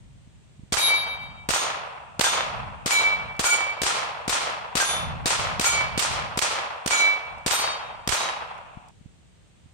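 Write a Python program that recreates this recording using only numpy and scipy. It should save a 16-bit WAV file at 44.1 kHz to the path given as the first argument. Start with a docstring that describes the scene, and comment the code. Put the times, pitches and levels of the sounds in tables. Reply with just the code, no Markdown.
"""Light wind and a faint air hiss come first; then a pistol fires fifteen times in a field edged by scrub.
Blasts are pressure pulses, hiss bursts and thumps; echoes from bank and trees are decaying bands of noise.
Hit steel plates ring on as decaying, beating sines; spent cases tick as short bright noise.
Wind is low noise with single puffs on the microphone ports. A stereo pocket recorder close by overloads
at each blast: its gain falls, jumps briefly twice, up or down, and recovers."""
import sys
import numpy as np
from scipy import signal
from scipy.fft import rfft, irfft
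from scipy.io import wavfile

SR = 44100
rng = np.random.default_rng(int(sys.argv[2]) if len(sys.argv) > 2 else 0)


def inscribe(sig):
    """Save sig as 16-bit PCM at rate SR to the path in sys.argv[1].

    A 1-D sig is mono; a 2-D sig holds one channel per row.
    Samples are clipped to [-1, 1] before scaling.
    """
    pcm = np.round(np.clip(np.atleast_2d(sig).T, -1, 1) * 32767)
    wavfile.write(sys.argv[1], SR, pcm.astype(np.int16))


N = 429093
TIME = np.arange(N) / SR
# All source levels are ahead of the recorder's gain and saturation.

# steady air hiss, relative spectrum: (frequency [Hz], density [dB per Hz])
AIR = [(180, -23), (300, 3), (1550, -7.5), (1660, -6.5), (3140, -6.5), (3840, -8.5), (5190, -14),
       (15200, -2.5), (16500, -31)]
AIR_DB = -61
# wind strength: (time [s], level [dB])
WIND = [(0.0, -47.5), (0.46, -52), (1.35, -44.5), (2.0, -55.5), (2.6, -37.5), (3.0, -51), (3.28, -40),
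        (3.5, -54), (3.98, -49.5), (4.79, -50.5), (5.07, -33), (5.94, -38), (6.07, -33), (7.07, -64.5),
        (7.34, -46), (7.45, -50.5), (8.67, -52.5), (9.73, -55.5)]
# single puffs on the ports: (time [s], level [dB], left minus right [dB])
BUFFETS = [(0.27, -42, -16), (0.59, -34, -12), (0.63, -35.5, -22), (8.768, -30, 16), (9.007, -39.5, 13),
           (9.055, -33.5, -16.5), (9.655, -42.5, -17)]

# pistol shots: (time [s], level [dB], first gain jump left [dB], right [dB],
#                second gain jump left [dB], right [dB], extra thump level [dB])
SHOTS = [(0.7226, -3.5, -13, 13, -25, 4.5, 4), (1.4886, -2, 5, -9, -6, 3.5, 2),
         (2.1943, 0, -4, -16, -8, 0, 1), (2.860, -2.5, 5.5, 3, 2, -3, -6),
         (3.3936, -2.5, -4, 7, -2.5, -3, 1), (3.8173, -2, 3, -10, 1, -1, 2),
         (4.2788, -2.5, 0, -15, 3, 0.5, 3), (4.7534, -2.5, 7.5, -16.5, 4.5, 3, -2.5),
         (5.2577, -1.5, 2, 8.5, 2.5, 1.5, -9), (5.5959, -1.5, -2, -18.5, -2, 2, 1),
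         (5.9766, -2.5, 1, 3.5, 0, 4.5, -8), (6.374, -1.5, 0, -47, -29, -5, 3),
         (6.8606, -2.5, -6, -15, -9, -3, 2), (7.4623, -1.5, 1, 5.5, -12, 2.5, -2),
         (8.075, -2, -34, -6.5, -28, 1, 10.5)]
# blast and its distinct echoes, hiss ahead of its filters: (time after the shot [s], pulse level [dB],
#  pulse width [s], hiss level [dB], hiss t60 [s], hiss top [Hz])
ARRIVALS = [(.0015, 5, 0.00063, 14.5, 0.0099, 14000), (.0046, 9.5, 0.00015, 8, 0.0087, 14000),
            (.0165, 2, 0.00048, 8.5, 0.064, 12000), (.0487, 5, 0.00015, 0.5, 0.013, 12000),
            (.073, -3, .0002, -13.5, .03, 4000), (.2135, -18, 0.0002, -11, 0.032, 3000)]
# slow pressure swings of the blast: (time after the shot [s], level [dB], width [s])
THUMP = [(.001, 0.5, 0.0093), (0.017, -7, 0.0044)]
BLAST_VARIES_DB = 2.5   # random spread, drawn separately for each port

# echo tail, relative spectrum: (frequency [Hz], density [dB per Hz])
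ECHO_COLOUR = [(71, -46), (120, -19), (316, -18), (529, -8.5), (677, -7.5), (751, -6), (1200, -3),
               (1610, -8), (5420, -5), (8530, -1), (10300, -51), (15200, -42), (16500, -53)]
# echo decay: (frequency [Hz], t60 [s])
ECHO_T60 = [(150, 0.8), (400, 0.95), (800, 1.74), (1300, 1.333), (2500, 0.95), (5000, 0.59), (9000, 0.35),
            (11000, 0.1), (14000, .25)]
# dips and swells of the scattered sound: (time after the shot [s], level [dB])
ECHO_SWELL = [(0, 7), (.03, -2), (.05, 6.5), (.12, -2)]
# clumps of reflectors, depth per unit of lumpiness: (frequency [Hz], depth [dB])
ECHO_LUMPS = [(200, 3.5), (900, 3), (2500, 1.5), (6000, 0.5)]
# second tail from the far woods: (frequency [Hz], level relative to the first tail [dB])
FAR_WOODS = [(300, -29), (700, -35), (1500, -88), (2600, -4), (4000, -40)]
FAR_WOODS_T60_S = 1.73
ECHO_DB, ECHO_STOPS_S = -6, 8.912
LAG, BASS_LAG = 15, 7   # right port delay [samples]; low scatter comes more from the front

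# plate modes, in families that one hit point excites alike: (frequency [Hz], level [dB], t60 [s])
LARGE_MODES = [
    [(3130, 0, .9), (7525, -8, .35), (7920, -5, .4)],
    [(4745, 0, .5)],
    [(6095, 0, .45)],
    [(1405, 0, .25)],
    [(6165, -9, .3), (6918, -3, .33), (8110, -6, .3)],
    [(8690, 0, .3), (9410, -5, .25), (10150, -7, .22), (10720, -7, .22), (11820, -6, .22), (12520, -4, .23),
     (13370, -8, .17), (14050, -8, .17), (14900, -10, .14)],
]
SMALL_MODES = [
    [(6060, -6, .5), (6602, -1, .45), (8190, -8, .4), (8940, -5, .3)],
    [(12250, 0, .3), (11750, -3, .2), (13210, -3, .2), (13680, -2, .2), (13960, 0, .25), (14480, -2, .2)],
]
# strongest single tones of the plates: (frequency [Hz], t60 [s], right port delay [ms])
LARGE_TONES = [(2298, .78, .31), (3766, .64, .21), (3990, .55, .09), (4517, .58, .14), (11073, .4, .183)]
SMALL_TONES = [(1585, .27, .15), (3574, .58, .09), (3830, .6, .28), (10115, .45, .13)]
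# hits: (time [s], detuning [parts per thousand], base split of the mode clusters [Hz], t60 factor [ratio],
#        left minus right of the single tones [dB], [level of each family [dB]],
#        [per single tone: (level [dB], partners), () if silent])
# partner: (offset from the tone [Hz], share of its strength [ratio], time after the hit when it opposes it [s])
LARGE_HITS = [ (0.78, 1.3, 7, 1.36, 2.5, [-31.5, -34.5, -33.5, -34.5, -25, -27], [(-14, (-6, 1, 0.062),
              (4.5, 0.82, 0.068)), (-13, (-7.5, 0.53, 0.013)), (-16.5, (-7.5, .4, 0.009)),
              (-17.5, (-3.3, 0.2, 0.084)), (-17.5, (-8, 0.91, 0.029))]),
              (2.915, -0.61, 15, 1, -1.5, [-35, -55, -42, -33, -18, -28], [(-6, (-12.5, 0.53, 0.026),
              (4.06, 0.52, 0.077)), (-30.5, (-4, 0, .12)), (-19.5, (-7, 1, -5)), (), (-50,)]),
              (3.449, 1.8, 11.7, 1.29, -4, [-35.5, -34, -57, -15.5, -14, -27.5], [(-13, (-11, 0.57, 0.036),
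              (6.3, 0.47, 0.16)), (-36,), (), (-29, (-2, 0.9, 0.18)), (-62,)]),
              (5.651, -2.9, 9.5, 1, -3, [-35, -39, -63, -21, -12.5, -28], [(-12.5, (-5.5, 0.68, 0.068),
              (10.7, 0.19, 0.015)), (), (), (-21.5,), (-40,)]),
              (6.914, -2, 10, 1.02, -4, [-52, -40, -28, -15, -14, -34], [(-9, (-2, 0.87, -0.066),
              (3.64, 0.7, 0.04)), (-34,), (-17.5, (-3.5, 0.62, 0.016)), (), (-54, (-10, 0.17, .04))]),
              (7.517, -1.55, 7.1, 1.12, 2, [-35.5, -38, -27, -41, -51, -21.5], [(-31, (-8, 0.22, 0.18)),
              (-23, (-5.5, 0.86, 0.28)), (), (-19.5, (-3, 1, 0.026)), (-39, (-10.5, 0.85, 0.11))])]
SMALL_HITS = [(1.544, 0.19, 30, 0.86, -2.4, [-22.5, -36], [(-25,), (-23,), (), (-31, (-8, 0.5, .02))]),
              (2.247, 0.1, 16, 0.85, -1.5, [-21.5, -36], [(-13, (-8, .6, .06)), (-15, (-6, 0.41, 0.095)),
              (), (-31, (-7, .4, .02))]), (4.804, -0.1, 13, 0.94, -1.5, [-21, -38], [(-9, (-8, .6, .06)),
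              (-14.5, (-2.5, 0.86, 0.033)), (), (-15, (-3, 1, 0.016))]),
              (8.13, 0.61, 14, 0.84, -1.5, [-24, -35], [(-19,), (), (-21.5, (-2, 0.67, .0)),
              (-31, (-4, .4, .02))])]
TONE_RISE_S = 0.0024   # time constant of the single tones' rise
# spent cases landing, noise ahead of its band-pass: (time [s], level [dB])
CASINGS = [(1.26, -74.5), (1.984, -62.5), (3.3662, -45), (7.382, -44), (8.5794, -47), (8.8852, -44)]

# recorder sensitivity: (time after the shot [s], gain [dB])
RECOVERY = [(0, -24), (.05, -13.5), (.15, -2), (.26, -1.5)]
# two brief gain jumps after each blast: (start after the shot [s], end after the shot [s], edge [s])
GAIN_JUMPS = [(.0055, .013, 0.00056), (.021, .041, 0.0038)]
CUTOFF_HZ = 17100


def from_db(db):
    """Decibels to amplitude gain."""
    return 10 ** (np.asarray(db) / 20)


def rms_one(x):
    """Scale to rms 1."""
    return x / np.sqrt(np.mean(x ** 2) + 1e-20)


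def at_hz(points, hz):
    """Read a table on a log-frequency axis."""
    table = np.array(points)
    return np.interp(np.log(hz), np.log(table[:, 0]), table[:, 1])


def over_time(points, seconds):
    """Read a (time, value) table along straight lines."""
    return np.interp(seconds, *np.transpose(points))


def band(x, low_hz, high_hz):
    """Band-pass."""
    return signal.sosfilt(signal.butter(2, [low_hz, high_hz], "band", fs=SR, output="sos"), x)


def dull_top(x, shelf_db):
    """Noisy sound falls off a steep step in the top octave."""
    low = signal.sosfilt(signal.cheby2(8, 40, 10200, fs=SR, output="sos"), x)
    return low + from_db(shelf_db) * (x - low)


def drift(rate_hz, count):
    """Slow random wander of rms 1, one row for each of count."""
    r = np.exp(-2 * np.pi * rate_hz / SR)
    settle = 9000   # samples discarded while the filter settles
    noise = rng.standard_normal((count, N + settle))
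    return rms_one(signal.lfilter([1], [1, -2 * r, r * r], noise)[:, settle:])


def add(out, sound, s):
    """Mix a sound in from time s on."""
    i = int(s * SR)
    out[..., i:i + sound.shape[-1]] += sound[..., :N - i]


def to_ports(x, lag=LAG):
    """One wave reaches the left port first, the right port lag samples later."""
    return np.array([x, np.roll(x, lag)])


def pan(left_minus_right_db):
    """Level offsets [dB] of the left and right ports, half the difference each way."""
    return left_minus_right_db / 2 * np.array([[1], [-1]])


def since_shot():
    """Index of the latest shot and the seconds since it (9 before the first)."""
    times = np.array(SHOTS)[:, 0]
    k = np.searchsorted(times, TIME, "right") - 1
    return k, np.where(k < 0, 9, TIME - times[k])


def air():
    """Steady hiss: noise shaped by a fixed spectrum, separate at each port."""
    colour = from_db(at_hz(AIR, np.arange(1, N // 2 + 2) * SR / N))
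    hiss = irfft(rfft(rng.standard_normal((2, N))) * colour, N)
    return from_db(AIR_DB) * rms_one(dull_top(hiss, shelf_db=-28))


def wind():
    """Low noise, its own at each port, rising and falling together, and a few single puffs."""
    low_pass = signal.butter(3, 170, fs=SR, output="sos")
    low = signal.sosfilt(low_pass, band(rng.standard_normal((2, N)), 42, 250))
    flutter = from_db(0.5 * drift(4.9, count=1))
    out = rms_one(low * flutter) * from_db(over_time(WIND, TIME))
    u = np.arange(-400, 400) / SR / 0.0013
    puff = u * np.exp(-u * u / 2)
    for s, level_db, pan_db in BUFFETS:
        add(out, puff * from_db(level_db + pan(pan_db)), s - .003)
    return out


def blasts():
    """N-shaped pressure pulses, each wrapped in a burst of hiss, over a low thump."""
    t = np.arange(-90, 2200) / SR
    # returns are the pulses' echoes, which come back without their bass
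    pulses, hisses, thumps, returns = np.zeros((4, 2, N))
    for s, shot_db, *_, low_db in SHOTS:
        for k, (after, pulse_db, width, hiss_db, t60, top_hz) in enumerate(ARRIVALS):
            start = s + after + t[0]
            pulse_gain, hiss_gain = from_db(shot_db + rng.normal(0, BLAST_VARIES_DB, (2, 2, 1)))
            early = k < 2
            u = t / width
            pulse = (-1) ** k * from_db(pulse_db) * u * np.exp(.5 - u * u / 2)
            ports = to_ports(pulse, LAG if early else BASS_LAG)
            add(pulses if early else returns, pulse_gain * ports, start)
            burst = from_db(hiss_db - 60 * np.maximum(t / t60, -t / 0.0021))   # rises, then decays
            hiss = burst * band(rng.standard_normal((2, len(t))), 580, top_hz)
            add(hisses, hiss_gain * hiss, start - .0005)
        for after, thump_db, width in THUMP:
            u = np.maximum(t, 0) / width
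            gain = from_db(thump_db + low_db + rng.normal(0, BLAST_VARIES_DB, (2, 1)))
            add(thumps, gain * u * (2 - u) * np.exp(-u), s + after + t[0])
    direct = band(pulses, 76, 6000) + dull_top(hisses, shelf_db=-12) + band(thumps, 61, 340)
    return direct + band(returns, 496, 5000)


def bands(white_of_band, gain_of_band):
    """Third-octave noise bank; neighbouring bands take unrelated noise."""
    edges = 110 * 2 ** np.arange(0, 7.4, 1 / 3)
    total = 0
    for k, (low_hz, high_hz) in enumerate(zip(edges, edges[1:])):
        centre_hz = np.sqrt(low_hz * high_hz)
        total = total + gain_of_band(centre_hz) * band(white_of_band(k, centre_hz), low_hz, high_hz)
    return total


def echoes(same, alike_bass, alike):
    """Scatter from ground, bank and trees: mostly one repeating pattern, the treble dying before the middle."""
    _, since = since_shot()
    again = (since * SR).astype(int) % N   # restarts the pattern at each shot
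    repeated, fresh = rng.standard_normal((2, 2, 3, N))
    white = np.sqrt(same) * repeated[..., again] + np.sqrt(1 - same) * fresh

    def spread(share, lag):
        """Mix a wave common to both ports with noise of their own, by power share."""
        return [np.sqrt(share) * to_ports(w[0], lag) + np.sqrt(1 - share) * w[1:] for w in white]

    bass, rest = spread(alike_bass, BASS_LAG), spread(alike, LAG)
    lumps = 0.25 * drift(47, count=1)[0][again] + 0.58 * drift(70, count=1)[0]
    clicks = np.zeros(N)
    clicks[[int(row[0] * SR) + 1 for row in SHOTS]] = from_db(2 * np.array(SHOTS)[:, 1])   # shot power

    def power(t60):
        """Echo power: every shot adds its own, and the sum decays."""
        return signal.lfilter([1], [1, -from_db(-120 / SR / t60)], clicks + 1e-18)

    far = power(FAR_WOODS_T60_S)

    def gain(hz):
        """Level of one band over time: both tails, colour and lumps."""
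        both = power(at_hz(ECHO_T60, hz)) + far * from_db(2 * at_hz(FAR_WOODS, hz))
        return np.sqrt(both) * from_db(at_hz(ECHO_COLOUR, hz) + at_hz(ECHO_LUMPS, hz) * lumps)

    density = from_db(2 * at_hz(ECHO_COLOUR, np.arange(100, 17000)))
    scale = 1 / np.sqrt(np.trapezoid(density, dx=2 / SR))   # takes out the colour's overall level
    tail = scale * bands(lambda k, hz: (bass if hz < 750 else rest)[k % 2], gain)
    stop = np.clip((ECHO_STOPS_S - TIME) / 0.0066, 0, 1)   # the last tail breaks off
    return tail * stop * from_db(ECHO_DB + over_time(ECHO_SWELL, since))


def plates(families, hits):
    """Each mode is a cluster beating unevenly, unlike at the two ports; the hit point sets family strengths."""
    out = np.zeros((2, N))
    for s, detune, split_hz, length, _, family_db, _ in hits:
        for modes, strength_db in zip(families, family_db):
            chances = rng.random((len(modes), 4, 2, 1))
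            for (hz, mode_db, t60), (start, phase, spread, weak) in zip(modes, chances):
                ring_s = t60 * length
                t = np.arange(int(.8 * SR * ring_s)) / SR
                turn = 2 * np.pi * t
                split = split_hz * (1 + spread[0])
                tone = turn * hz * (1 + detune / 1000) + 2 * np.pi * start
                lower = (0.67 + 0.23 * weak) * np.sin(tone - turn * split - 2 * np.pi * phase)
                upper = 1.2 * np.sin(tone + 1.55 * turn * split)
                decay = from_db(mode_db + strength_db - 60 * t / ring_s)
                add(out, (np.sin(tone) - lower - upper) * decay, s)
    return out * from_db(2 * drift(7, count=2))   # the plate swings on its post


def single_tones(tones, hits):
    """Strongest single tones of the plates, decaying sines, some beating with close partners."""
    out = np.zeros((2, N))
    for s, detune, _, length, pan_db, _, strokes in hits:
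        for (hz, t60, late_ms), stroke in zip(tones, strokes):
            if not stroke:
                continue
            level_db, *partners = stroke
            ring_s = t60 * length
            t = np.arange(int(SR * ring_s)) / SR
            port_delay = np.array([[0], [late_ms / 1000]])
            tone = 2 * np.pi * hz * ((1 + detune / 1000) * t - port_delay)
            ring = np.sin(tone)
            for beat_hz, share, fade_s in partners:
                ring = ring - share * np.sin(tone + 2 * np.pi * beat_hz * (t - fade_s))
            level = from_db(level_db - 60 * t / ring_s + pan(pan_db))
            add(out, ring * level * (1 - np.exp(-t / TONE_RISE_S)), s)
    return out


def casings():
    """Faint bright ticks of brass in dry grass: short decaying bursts of band-passed noise."""
    out, t = np.zeros((2, N)), np.arange(700) / SR
    for s, level_db in CASINGS:
        noise = band(rng.standard_normal((2, len(t))), 4000, 9000)
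        add(out, noise * from_db(level_db - 60 * t / 0.022), s)
    return out


def scene():
    """Air, wind, gun, field, plates and spent cases."""
    gun = blasts() + dull_top(echoes(same=0.78, alike_bass=0.64, alike=0.1), shelf_db=-1)
    large = plates(LARGE_MODES, LARGE_HITS) + single_tones(LARGE_TONES, LARGE_HITS)
    small = plates(SMALL_MODES, SMALL_HITS) + single_tones(SMALL_TONES, SMALL_HITS)
    return air() + wind() + gun + large + small + casings()


def record(dry):
    """Blasts deafen both ports; two brief gain jumps, up or down, differ by port; sensitivity then returns."""
    shot, since = since_shot()
    gain_db = np.tile(over_time(RECOVERY, since), (2, 1))
    for k, (start, end, edge) in enumerate(GAIN_JUMPS):
        jumping = np.clip(np.minimum(since - start, end - since) / edge + .5, 0, 1)
        first = 2 + 2 * k   # left and right columns of this jump
        gain_db += np.array(SHOTS)[shot, first:first + 2].T * jumping
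    heard = .5 * np.tanh(dry * from_db(gain_db) / .5)   # soft overload
    return signal.sosfilt(signal.cheby2(12, 70, CUTOFF_HZ, fs=SR, output="sos"), heard)


dry = scene()
out = record(dry)
inscribe(out)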